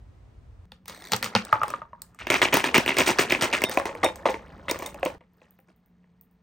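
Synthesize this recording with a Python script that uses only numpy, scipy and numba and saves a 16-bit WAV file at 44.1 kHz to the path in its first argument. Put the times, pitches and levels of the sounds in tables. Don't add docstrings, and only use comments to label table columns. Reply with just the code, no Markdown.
import sys
import numpy as np
from scipy import signal
from scipy.fft import rfft, irfft
from scipy.io import wavfile
from scipy.ndimage import uniform_filter1d
from numba import njit

SR = 44100
rng = np.random.default_rng(int(sys.argv[2]) if len(sys.argv) > 2 else 0)


def dump(signal):
    limited = np.clip(np.atleast_2d(signal).T, -1, 1)
    pcm = np.round(limited * 32767).astype(np.int16)
    wavfile.write(sys.argv[1], SR, pcm)


N = 283453

SHOT_STARTS = [.655, 2.185, 3.651, 5.182]
# frequency in Hz, density in dB per Hz before levelling.
PARK_SPECTRUM = [(65, -44), (110, -6.5), (187, -11.5), (1090, -24.5), (12000, -54), (15600, -90),
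                 (22000, -120)]
PARK_DB = -63.5
# frequency in Hz, density in dB per Hz before levelling.
KITCHEN_SPECTRUM = [(59, -46), (100, -20), (177, -4.5), (308, -23), (1870, -35.5), (2630, -41.5),
                    (11400, -62), (14700, -56.5), (16000, -59)]
KITCHEN_LEVELS = [-66, -62.5, -57.5, -69]
# frequency in Hz, middle of a wavering level in dB rms.
FRIDGE_TONES = [(177.6, -70), (441.4, -85)]
RUMBLE_LEVELS = [-52.5, -63, -55, -54.5, -74]

# time in seconds, gurgle level in dB.
MILK_MOTION = [(.86, -82), (0.901, -58), (1.3, -49.5), (1.752, -49), (1.87, -70.5), (2.18, -68),
               (2.35, -42.5), (3.64, -40), (3.98, -52.5), (4.66, -57.5), (5.157, -52), (5.19, -96.5),
               (5.44, -68), (5.66, -87), (5.696, -60), (5.74, -85.5)]
FIZZ_DB, FIZZ_KNEE_DB, FIZZ_SLOPE = -6, -41, 0.32
FOAM_FIZZ_DB = -5

# start in seconds, click level in dB, hardness of the crack in dB relative
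# to the click, rebounds and splashes in dB relative to the click.
ICE_KNOCKS = [(0.7189, -30, -19, -17), (0.8569, -41, -5.5, -9), (0.8802, -26, -3.5, -5.5),
              (0.8961, -27.5, -11, -6.5), (1.1193, -12, -6.5, -4.5), (1.1334, -6, -13.5, -17),
              (1.163, -27, 4.5, -17), (1.2265, -12.5, -10, -4.5), (1.2429, -15.5, -8, -5),
              (1.351, -1.5, -28.5, -7.5), (1.45, -31, -1, -16.5), (1.5276, -8, -25.5, -11),
              (1.6161, -26.5, -39.5, -11.5), (1.6328, -13.5, -16.5, -10), (1.6804, -27, -7.5, 1.5),
              (1.703, -27, -4, -7), (1.738, -27, -36, -33), (1.8178, -39, -57, -13),
              (1.931, -50, -77.5, -9), (2.0188, -39.5, 12, -2.5), (2.1465, -50.5, 0.5, -2),
              (2.1885, -31, -38, 6.5), (2.2691, -11.5, -24.5, -16), (2.3016, -3, -16, -8),
              (2.3409, -6, -24, -5), (2.4167, -4, -23, -1.5), (2.4505, -9, -29.5, -18.5),
              (2.5252, -11, -25.5, 2.5), (2.5335, -7, -26, -15), (2.5413, -4.5, -7.5, -9.5),
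              (2.5694, -1.5, -14, -12.5), (2.6406, -4, -23, -7), (2.7435, -1, -21, -4),
              (2.7498, -6, -17, -12.5), (2.7793, -1.5, -13.5, -17.5), (2.8615, -12, -15.5, -14),
              (2.8778, -3, -30, -8), (2.8916, -5, -23, -28), (2.943, -18, -19, -14),
              (2.9675, -10, -19.5, -5), (2.9843, -5, -11, -2.5), (3.0603, -25.5, -7.5, 13),
              (3.0771, -11.5, -10.5, 0.5), (3.1861, -10.5, -13, 4.5), (3.297, -16.5, -18.5, 2.5),
              (3.321, -5, -16.5, -11.5), (3.4103, -17, -12, 3.5), (3.4221, -5.5, -13.5, -6),
              (3.5273, -10, -26.5, 0.5), (3.6186, -11.5, -13.5, -22), (3.6379, -3, -11.5, -17.5),
              (3.695, -19.5, -6.5, -23.5), (3.7132, -29.5, -0.5, 6.5), (3.7729, -6.5, -20, -15.5),
              (3.7981, -16.5, -15.5, -21), (3.8551, -13.5, -16, -9.5), (3.9504, -24.5, -21, -15.5),
              (4.0306, -13.5, -30, 0), (4.0449, -14, -7, -20), (4.1578, -34, 0, -9.5),
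              (4.255, -9, -32.5, -7), (4.2938, -36.5, -9, 11), (4.342, -19.5, -28, -13.5),
              (4.6825, -26, -26, 8.5), (4.6948, -19.5, -13, -25.5), (4.711, -27, 13.5, -13),
              (4.7443, -27.5, -30, 1), (4.789, -35, 4, -1), (4.8226, -22.5, -16, -11),
              (4.828, -25.5, -11, -7.5), (4.8613, -40.5, 15, 3.5), (4.9439, -29, -13.5, -26),
              (4.996, -44, -9, -20), (5.0296, -13.5, -28, -19.5), (5.0508, -28, 2.5, -5),
              (5.0591, -13, -28, -13), (5.208, -37.5, -41, -11), (5.2375, -50, -41, -19),
              (5.4165, -39.5, -33, -24), (5.5888, -43, -27, -17.5), (6.0417, -52, -39, -9.5)]
# central frequency in Hz, relative level in dB, t60 in seconds.
CUP_MODES = [(108, -18.5, 0.11), (208, -18, 0.17), (500, -13, 0.076), (885, -6.5, 0.025),
             (1292, -3.5, 0.016)]
# central frequency in Hz, relative level in dB,
# t60 in seconds.
FULLER_CUP_MODES = [(115.5, -13.5, 0.081), (600, -8.5, 0.035), (911, -12, 0.13), (1180, 1.5, 0.03),
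                    (1750, -5.5, 0.012)]
FILLED_S = 1.5
# central frequency in Hz, relative level in dB.
SCOOP_MODES = [(1900, -1.5), (4000, -3.5), (5800, -9.5), (8600, -9), (13800, -10)]
# central frequency in Hz, relative level in dB, t60 in seconds.
SHUT_CUP_MODES = [(133, -8.5, 0.028), (262, -12, 0.053), (376, -8, 0.045), (610, 4, 0.0098),
                  (960.5, -7.5, 0.026)]
# central frequency in Hz, relative level in dB,
# t60 in seconds under a knock.
MILK_IN_GLASS_MODES = [(334, 4.5, 0.018), (529, -4.5, 0.11), (647, -1.5, 0.035), (874.4, -6, 0.093),
                       (1059, -1.5, 0.028)]
# start in seconds, level in dB, t60 in seconds before each mode's scaling.
GLASS_CLINKS = [(3.6, -21, 0.33), (4.043, -27, 0.17), (4.297, -48, .1), (4.698, -29, 0.072),
                (4.862, -32, 0.04)]
# frequency in Hz, relative level in dB.
GLASS_MODES = [(2090, -5), (3671, -1), (5561, -10), (7860, -11.5), (9135, -8)]
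# start in seconds, level in dB.
FOAM_POPS = [(5.335, -58), (5.37, -56), (5.5078, -42.5), (5.588, -53), (5.602, -49), (5.762, -53.5),
             (5.8604, -52.5), (6.2115, -38.5), (6.312, -53)]

# frequency in Hz, gain in dB.
MIC_RESPONSE = [(1300, 0.55), (1700, 1), (2100, 1.4), (5500, 2), (8200, 4.5), (10000, -0.5), (13000, 1),
                (15000, 4)]
# frequency in Hz, radians by which left leads.
PORT_PHASE = [(100, .05), (1210, 0.25), (1550, 1.9), (1890, 0.1), (3190, 0.8), (4820, 0.03), (6720, 0.2),
              (8010, 5.4), (8350, 6.4), (9390, 5.4), (10300, 3.4), (12100, 2.8), (13900, 0.03),
              (16500, -0.3)]


def undb(db):
    return 10 ** (np.asarray(db) / 20)


def level(x, db):
    return x * undb(db) / np.sqrt(np.mean(x ** 2))


def along(table, size):
    hz, value = np.transpose(table)
    return np.interp(np.log(np.fft.rfftfreq(size, 1 / SR) + 1), np.log(hz), value)


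def shot(k):
    return np.searchsorted(SHOT_STARTS, np.arange(N) / SR) == k


def walk(rate):
    held = int(SR / rate)
    steps = np.repeat(rng.standard_normal(N // held + 1), held)
    return uniform_filter1d(uniform_filter1d(steps, held), held)[:N]


def air(table, wide):
    white = rng.standard_normal((2, N))
    mid, side = irfft(rfft(white) * undb(along(table, N)), N)
    return level(np.array([mid + wide * side, mid - wide * side]), 0)


@njit
def add(out, rows):
    for s, hz, t60, size, glide in rows:
        start, count = int(s * SR), int(t60 * SR)
        phase, fade = 0., np.exp(-np.log(1000) / (t60 * SR))
        for i in range(min(count, len(out) - start)):
            out[start + i] += size * min(phase / (2 * np.pi), 1.) * np.sin(phase)
            phase += 2 * np.pi * hz * (1 + glide * i / count) / SR
            size *= fade


def grains(s, hz, t60, db, glide=0.):
    columns = np.broadcast_arrays(s, np.clip(hz, 30, .4 * SR), t60, undb(db), glide)
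    rows = np.stack(columns, axis=-1).reshape(-1, 5)
    rows[:, 3] *= rng.choice([-1., 1.], size=len(rows))
    out = np.zeros(N)
    add(out, rows)
    return out


def crack(s, db, low_hz, octaves, crack_s, spread_s=0.00091):
    u = rng.random((*np.shape(s)[:-1], 12, 2))
    return grains(s + spread_s * u[..., 0], low_hz * 2 ** (octaves * u[..., 1]), crack_s, db - 9)


def background():
    t = np.arange(N) / SR
    park = shot(0) * air(PARK_SPECTRUM, 0.73) * undb(PARK_DB + 0.44 * walk(13))
    kitchen_gain = sum(shot(k + 1) * undb(db) for k, db in enumerate(KITCHEN_LEVELS))
    kitchen = air(KITCHEN_SPECTRUM, 0.12) * kitchen_gain
    fridge = np.zeros(N)
    for hz, db in FRIDGE_TONES:
        size = np.sqrt(2) * undb(db + 2 * walk(6.4))
        fridge += size * np.sin(2 * np.pi * hz * t + 0.36 * walk(4.8))
    rumble = air([(15, -39.5), (35, -9.5), (65, -0.5), (110, -6.5), (400, -68.5)], 0.1)
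    rumble_gain = sum(shot(k) * undb(db) for k, db in enumerate(RUMBLE_LEVELS))
    return park + kitchen + fridge * ~shot(0) + rumble * rumble_gain


def stir_db(t):
    return np.interp(t, *np.transpose(MILK_MOTION))


def bubbles(count, low_hz, octaves, cycles, tilt_db, scatter_db):
    u = rng.random((count, 3))
    above = octaves * u[:, 1]
    hz = low_hz * 2 ** above
    size_db = tilt_db * above + scatter_db * u[:, 2] ** 4
    return level(grains(u[:, 0] * N / SR, hz, cycles / hz, size_db, 0.31), 0)


def slosh():
    gurgle = bubbles(count=6000, low_hz=211.6, octaves=3.0, cycles=18, tilt_db=4.0, scatter_db=10)
    fizz = bubbles(count=9000, low_hz=1540, octaves=3.1, cycles=14, tilt_db=-4, scatter_db=16.5)
    db = stir_db(np.arange(N) / SR)
    milk_fizz_db = FIZZ_DB + FIZZ_SLOPE * np.minimum(db - FIZZ_KNEE_DB, 0)
    fizz_db = np.where(shot(4), FOAM_FIZZ_DB, milk_fizz_db)
    return undb(db) * (gurgle + fizz * undb(fizz_db))


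def room(x):
    room_db, t60_s = -14, 0.19
    t = np.arange(SR // 2) / SR
    tail = rng.standard_normal((2, len(t))) * undb(-60 * t / t60_s) * (t > .004)
    tail = signal.lfilter(*signal.butter(1, [500, 13000], "band", fs=SR), tail)
    tail *= undb(room_db) / np.sqrt(np.sum(tail ** 2) / 2)
    return signal.fftconvolve(x[None], tail, axes=1)[:, :N]


def knocks(start, end, modes, ring_db, soft, wall_hz, wall_octaves, wall_s, splash_s, fade_db, hold):
    rows = [row for row in ICE_KNOCKS if start < row[0] < end]
    s, db, crack_db, splash_db = np.transpose(rows)[..., None]
    body_db = ring_db - soft * crack_db
    mode_hz, mode_db, t60 = np.transpose(modes)

    late = rng.random((len(s), 10, 1)) * (np.arange(10) > 0)[:, None]
    when = s[..., None] + splash_s * late
    rebound_db = splash_db[..., None] + 4 * rng.standard_normal(late.shape)
    blow_db = db[..., None] + (late > 0) * rebound_db - fade_db * late ** hold
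    wall = crack(when, blow_db - 0.5, wall_hz, wall_octaves, wall_s, 0.0022)

    g = rng.standard_normal((len(s), 10, len(modes), 2))
    size_db = blow_db + body_db[..., None] + 3 * (late > 0) + mode_db - 1.5 + 3 * g[..., 1]
    body = grains(when, mode_hz * (1 + 0.061 * g[..., 0]), t60, size_db)

    u = rng.random((len(s), 240, 3))
    hz = 1200 * 2 ** (3.7 * u[..., 1])
    colour_db = crack_db * np.clip(np.log2(hz / 2500) / 4.0, 0, 1) + 4 * (hz > 5000)
    size_db = db + splash_db + colour_db - fade_db * u[..., 0] ** hold + 11 * u[..., 2] ** 4
    splash = grains(s + splash_s * u[..., 0], hz, 9 / hz, size_db - 10.5)
    return crack(s, db + crack_db, 4500, 1.85, 0.0068) + wall + body + splash


def slide():
    start, end = .875, 1.12
    hz, mode_db = np.transpose(SCOOP_MODES)
    u = rng.random((220, 2, 1))
    g = rng.standard_normal((220, len(hz)))
    slip_db = -57.5 + mode_db + 19 * u[:, 1] ** 9
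    return grains(start + (end - start) * u[:, 0], hz * (1 + 0.12 * g), 0.013, slip_db)


def clinks():
    s, db, t60 = np.transpose(GLASS_CLINKS)[..., None]
    hz, mode_db = np.transpose(GLASS_MODES)
    size_db = db + mode_db + 2 * rng.standard_normal((len(s), len(hz)))
    return grains(s, hz, t60 * np.minimum(3700 / hz, .8), size_db)


def glugs():
    glug_db, longer = -8, 1.3
    hz, mode_db, t60 = np.transpose(MILK_IN_GLASS_MODES)
    u = rng.random((300, 2, 1))
    s = SHOT_STARTS[2] + (SHOT_STARTS[3] - SHOT_STARTS[2]) * u[:, 0]
    g = rng.standard_normal((300, len(hz), 2))
    size_db = stir_db(s) + glug_db + mode_db + 4 * g[..., 1] + 12 * u[:, 1] ** 4
    return grains(s, hz * (1 + 0.047 * g[..., 0]), longer * t60, size_db, .06)


def pops():
    s, db = np.transpose(FOAM_POPS)[..., None]
    u = rng.random((len(s), 80, 2))
    fizz_db = db - 18.5 - 12 * u[..., 0]
    fizz = grains(s + .05 * u[..., 0], 11000 * 1.5 ** u[..., 1], 0.0017, fizz_db)
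    return crack(s, db, 11200, 0.448, 0.002) + fizz


def scene():
    two, three, four, five = SHOT_STARTS
    scooped = knocks(two, FILLED_S, CUP_MODES, -9.0, 0.14, 1500, 1.8, 0.0034, 0.073, 30, 1.2)
    fuller = knocks(FILLED_S, three, FULLER_CUP_MODES, -6, 0.27, 1470, 1.0, 0.0031, 0.16, 39, 0.6)
    shaken = knocks(three, four, SHUT_CUP_MODES, -5, -0.27, 2073, 0.37, 0.0039, .07, 22, 1.67)
    poured = knocks(four, five, MILK_IN_GLASS_MODES, -9.5, 0.06, 1714, 0.54, 0.0043, .1, 35, 1.49)
    foam = knocks(five, N / SR, MILK_IN_GLASS_MODES, -12, -0.077, 1470, 0.8, 0.0032, 0.18, 36.0, 0.65)
    shots = [slide() + scooped + fuller, shaken, poured + clinks() + glugs(), foam + pops()]
    milk = slosh()
    out = background()
    bass_cut = signal.butter(2, 85, "high", fs=SR)
    for k, ice in enumerate(shots):
        near = signal.lfilter(*bass_cut, ice + milk * shot(k + 1))
        out = out + (near + room(near)) * shot(k + 1)
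    return out


def record(dry):
    half_gap = np.exp(.5j * along(PORT_PHASE, N) * np.array([[1], [-1]]))
    coloured = irfft(rfft(dry) * half_gap * undb(along(MIC_RESPONSE, N)), N)
    rounded = np.tanh(1.26 * coloured) / 0.93
    top_cut = signal.ellip(10, .2, 80, 15800, fs=SR, output="sos")
    return signal.sosfilt(top_cut, rounded)


dry = scene()
out = record(dry)
dump(out)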